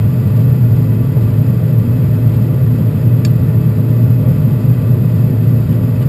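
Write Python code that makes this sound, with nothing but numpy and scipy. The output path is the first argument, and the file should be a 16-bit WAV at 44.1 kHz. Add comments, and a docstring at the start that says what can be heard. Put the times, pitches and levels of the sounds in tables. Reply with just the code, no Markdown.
"""A gas water heater runs in a utility space, heard close to its open burner hatch.
From the start, the venting blower's draught keeps the flue booming near 118 Hz, rings the tank's
cavities and rushes through the vent; the motor whines faintly. A dull bump comes at 1.2 s and a soft
rustle at 2.3 s; sheet metal ticks at 3.2 s, and two more rustles follow near 6 s. Throughout, a
low-rate sample-and-hold mirrors the sound into a thin treble sizzle."""
import sys
import numpy as np
from scipy import signal
from scipy.fft import rfft, irfft, next_fast_len
from scipy.io import wavfile
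from scipy.ndimage import uniform_filter1d

SR = 44100
rng = np.random.default_rng(int(sys.argv[2]) if len(sys.argv) > 2 else 0)


def persist_wave(psi):
    """Save psi, clipped to +-1, as 16-bit WAV."""
    counts = np.round(np.clip(psi, -1, 1) * 32767).astype(np.int16)
    wavfile.write(sys.argv[1], SR, np.atleast_2d(counts).T)


N = 268348
TIME = np.arange(N) / SR

# The loudest random swells of the low boom.
# Each row: start in seconds, length in seconds, level in dB before SWELL_GAIN_DB.
BOOM_SWELLS = [(0.447, 0.081, -8), (0.609, 0.036, -5.5), (0.705, 0.035, -8), (1.142, 0.028, -8),
               (1.75, 0.039, -7.5), (3.115, 0.043, -8.5), (3.245, 0.088, -14), (3.583, 0.046, -9.5),
               (4.002, 0.047, -8), (4.264, 0.044, -7), (4.688, 0.033, -9), (4.902, 0.019, -5),
               (5.15, 0.055, -9), (5.514, 0.027, -6)]
# The flue's two lowest resonances. Each row: frequency in Hz, width in Hz, relative level in dB.
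FLUE_MODES = [(116, 23, 0.5), (149.9, 33.7, -5.5)]
# Cavities of chamber and vent. Each row: frequency in Hz, width in Hz, relative level in dB.
CAVITY_MODES = [(202.5, 40.5, 0.5), (247.2, 38.7, 0.5), (320.9, 11.5, -11), (361, 25.7, -10.5),
                (456.4, 45, -14.5), (519.4, 26, -13), (610.4, 35, -12.5)]
# The rush of air. Each row: frequency in Hz, relative spectral density in dB.
RUSH_SPECTRUM = [(20, -11), (35, -11), (55, -2.5), (90, 6.5), (170, 2), (280, -7.5), (400, -13), (660, -15),
                 (790, -24.5), (1300, -22.5), (1700, -27.5), (2700, -31), (3600, -34), (5600, -37)]
# Resonances of the steel jacket. Each row: frequency in Hz, width in Hz, rms level in dB.
JACKET_MODES = [(734, 38, -54.5), (851, 58, -50), (990, 81, -53.5), (1163, 61, -48.5), (1410, 200, -52),
                (1795, 32, -56), (1980, 130, -54), (2306, 26, -60.5), (2527, 32, -57.5), (2580, 32, -56.5),
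                (2667, 33, -60.5), (3210, 47, -60.5), (4664, 110, -60.5), (4990, 56, -60.5)]
# Tones of the blower. Each row: frequency in Hz, rms level in dB, pitch wander in Hz.
MOTOR_TONES = [(57.3, -38.5, 1), (430.6, -35, 1.265), (479.7, -42, 0.61), (743, -67, 0.78),
               (887, -54.5, 0.59), (995, -53, 0.51), (1903, -59, 0.67), (1978, -65, 0.78)]
# Soft rustles. Each row: centre in seconds, Gaussian width in seconds, rms level at the centre in dB.
RUSTLE_SWELLS = [(2.343, 0.018, -43), (5.73, .01, -43), (6.025, 0.01, -38.5)]
# The stutter of contacts in one tick. Each row: time in seconds, relative force in dB.
TICK_CONTACTS = [(3.248, -21), (3.2493, -15), (3.25, -22), (3.2503, -15.5), (3.2523, -24)]
# Modes of the sheet metal. Each row: frequency in Hz, gain in dB, time to fall 60 dB in seconds.
METAL_MODES = [(1157, -15, 0.045), (1690, -13.5, 0.039), (2400, -6, 0.022), (2720, -11.5, 0.033),
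               (3200, -20, 0.012), (3510, -11, 0.017), (4480, -8.5, 0.071), (4760, -0.5, 0.012),
               (5390, -1, 0.021)]

BOOM_DB, THROB_DB, THROB_HZ, SWELL_GAIN_DB = -11, 1.15, 11.6, -1.5
CHURN_DB, CHURN_SWELL_DB, CHURN_SWELL_HZ = -22.5, 0.88, 3.8
RUSH_DB, FLUTTER_DB, FLUTTER_HZ = -24.5, 0.45, 14
BUMP_AT_S, BUMP_WIDTH_S, BUMP_DB = 1.175, 0.008, -26.5
CRACK_GAIN_DB, CRACK_T60_S, ROOM_GAIN_DB, ROOM_T60_S = -6.5, 0.013, -22.5, 0.13
BAND_HZ, HOLD_HZ, CUTOFF_HZ = 5500, 12000, 15400


def from_db(db):
    """Amplitude grows tenfold for every 20 dB."""
    return 10 ** (np.asarray(db) / 20)


def unit_rms(x):
    """Division by the rms gives a signal unit power."""
    return x / np.sqrt(np.mean(x ** 2) + 1e-20)


def drift(rate_hz):
    """Low-passed noise is a slow random fluctuation, here of unit spread."""
    step, settle = 40, 2000
    pole = np.exp(-2 * np.pi * rate_hz * step / SR)
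    noise = rng.standard_normal(N // step + settle + 2)
    slow = signal.lfilter([1], [1, -2 * pole, pole ** 2], noise)[settle:]
    return np.interp(np.arange(N) / step, np.arange(len(slow)), unit_rms(slow))


def blown_modes(modes):
    """Forced resonance: turbulence drives each mode to a steady, narrow band of noise."""
    out = np.zeros(N)
    for hz, width, db in modes:
        radius = np.exp(-np.pi * width / SR)
        stage = [1 - radius, 0, radius - 1, 1, -2 * radius * np.cos(2 * np.pi * hz / SR), radius ** 2]
        turbulence = rng.standard_normal(N + SR // 2)
        out += from_db(db) * unit_rms(signal.sosfilt([stage, stage], turbulence)[-N:])
    return out


def compress(x, seconds, share):
    """Compression removes a share of the swells slower than the given time; unit rms."""
    power = np.abs(signal.hilbert(x, next_fast_len(N))[:N]) ** 2
    swell = uniform_filter1d(power, int(seconds * SR)) + 1e-12
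    return unit_rms(x / swell ** (share / 2))


def coloured_noise(spectrum):
    """Spectral weighting bends white noise to a curve of (Hz, dB) points; unit rms."""
    size = next_fast_len(N)
    hz, db = np.transpose(spectrum)
    bin_hz = np.maximum(np.fft.rfftfreq(size, 1 / SR), 1)
    gain = from_db(np.interp(np.log(bin_hz), np.log(hz), db))
    return unit_rms(irfft(rfft(rng.standard_normal(size)) * gain, size)[:N])


def boom_envelope():
    """A throbbing base level and bell-shaped swells add in power to set the boom's amplitude."""
    base = from_db(BOOM_DB + THROB_DB * drift(THROB_HZ))
    power = base ** 2
    for start, length, db in BOOM_SWELLS:
        bell = np.exp(-2 * ((TIME - start - length / 2) / length) ** 2)
        power += from_db(db + SWELL_GAIN_DB) ** 2 * bell
    return np.sqrt(power)


def flue_boom():
    """The air column oscillates near saturation; the open flue radiates little below its lowest mode."""
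    lowest = compress(blown_modes(FLUE_MODES[:1]), seconds=0.0077, share=0.62)
    column = lowest + blown_modes(FLUE_MODES[1:])
    radiated = signal.sosfilt(signal.butter(4, 75, "high", fs=SR, output="sos"), column)
    return boom_envelope() * compress(radiated, seconds=0.099, share=0.46)


def cavity_churn():
    """Turbulence excites the cavity resonances of chamber and vent, swelling at random."""
    swell = from_db(CHURN_DB + CHURN_SWELL_DB * drift(CHURN_SWELL_HZ))
    return swell * compress(blown_modes(CAVITY_MODES), seconds=0.2, share=0.6)


def airflow():
    """The unsteady flow modulates the broadband rush and the jacket's resonances together."""
    flutter = from_db(FLUTTER_DB * drift(FLUTTER_HZ))
    rush = from_db(RUSH_DB) * coloured_noise(RUSH_SPECTRUM)
    return flutter * (rush + blown_modes(JACKET_MODES))


def motor_whine():
    """The motor's pure tones waver under slow, random modulation of frequency and amplitude."""
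    out = np.zeros(N)
    for hz, db, wander_hz in MOTOR_TONES:
        cycles = np.cumsum(hz + wander_hz * drift(rate_hz=3.3)) / SR + rng.random()
        amplitude = np.sqrt(2) * from_db(db + 0.84 * drift(rate_hz=3.6))
        out += amplitude * np.sin(2 * np.pi * cycles)
    return out


def dull_bump():
    """A Gaussian envelope shapes a brief, dull burst of low-middle noise."""
    swell = from_db(BUMP_DB) * np.exp(-0.5 * ((TIME - BUMP_AT_S) / BUMP_WIDTH_S) ** 2)
    return swell * coloured_noise([(150, -20), (400, 3), (700, -3), (1200, -17), (4000, -40)])


def rustles():
    """Gaussian envelopes on upper-middle noise are heard as faint rustles."""
    swell = sum(from_db(db) * np.exp(-0.5 * ((TIME - centre) / width) ** 2)
                for centre, width, db in RUSTLE_SWELLS)
    return swell * coloured_noise([(300, -20), (1500, 3), (3000, 1), (5500, -11), (12000, -40)])


def reflections(force, t60):
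    """Dense reflections merge into bright noise that decays exponentially after each contact."""
    decay = from_db(-60 / (t60 * SR))
    envelope = signal.lfilter([1], [1, -decay], force + 1e-18)
    high_pass = signal.butter(2, 2900, "high", fs=SR, output="sos")
    return envelope * unit_rms(signal.sosfilt(high_pass, rng.standard_normal(N)))


def struck_mode(force, hz, t60):
    """A damped oscillator answers a unit impulse with a sine decaying from unit height."""
    decay, angle = from_db(-60 / (t60 * SR)), 2 * np.pi * hz / SR
    return signal.lfilter([0, np.sin(angle)], [1, -2 * decay * np.cos(angle), decay ** 2], force + 1e-18)


def metal_tick():
    """Impact excitation: each contact cracks and stirs the room; the hardest rings the sheet metal."""
    force = np.zeros(N)
    for seconds, db in TICK_CONTACTS:
        force[round(seconds * SR)] = from_db(db)
    crack = from_db(CRACK_GAIN_DB) * reflections(force, CRACK_T60_S)
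    room_tail = from_db(ROOM_GAIN_DB) * reflections(force, ROOM_T60_S)
    hardest = force * (force == force.max())
    ringing = sum((-1) ** k * from_db(db) * struck_mode(hardest, hz, t60)   # modes alternate in sign
                  for k, (hz, db, t60) in enumerate(METAL_MODES))
    return crack + room_tail + ringing


def scene():
    """Superposition: the pressures of all sources add at one point by the hatch."""
    running = flue_boom() + cavity_churn() + airflow() + motor_whine()
    return (running + dull_bump() + rustles() + metal_tick())[None]


def record(dry):
    """Spectral imaging: held samples mirror the band-limited sound about the hold rate."""
    narrow = signal.sosfilt(signal.butter(12, BAND_HZ, fs=SR, output="sos"), dry)
    rounded = narrow / (1 + narrow ** 8) ** (1 / 8)   # soft clipping of the peaks
    slow = signal.resample_poly(rounded, HOLD_HZ, SR, axis=1)
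    steps = np.repeat(slow, 4, axis=1)
    held = signal.resample_poly(steps, SR, 4 * HOLD_HZ, axis=1)[:, :N]
    low_pass = signal.ellip(12, 0.2, 90, CUTOFF_HZ, fs=SR, output="sos")
    return signal.sosfilt(low_pass, held)


dry = scene()
out = record(dry)
persist_wave(out)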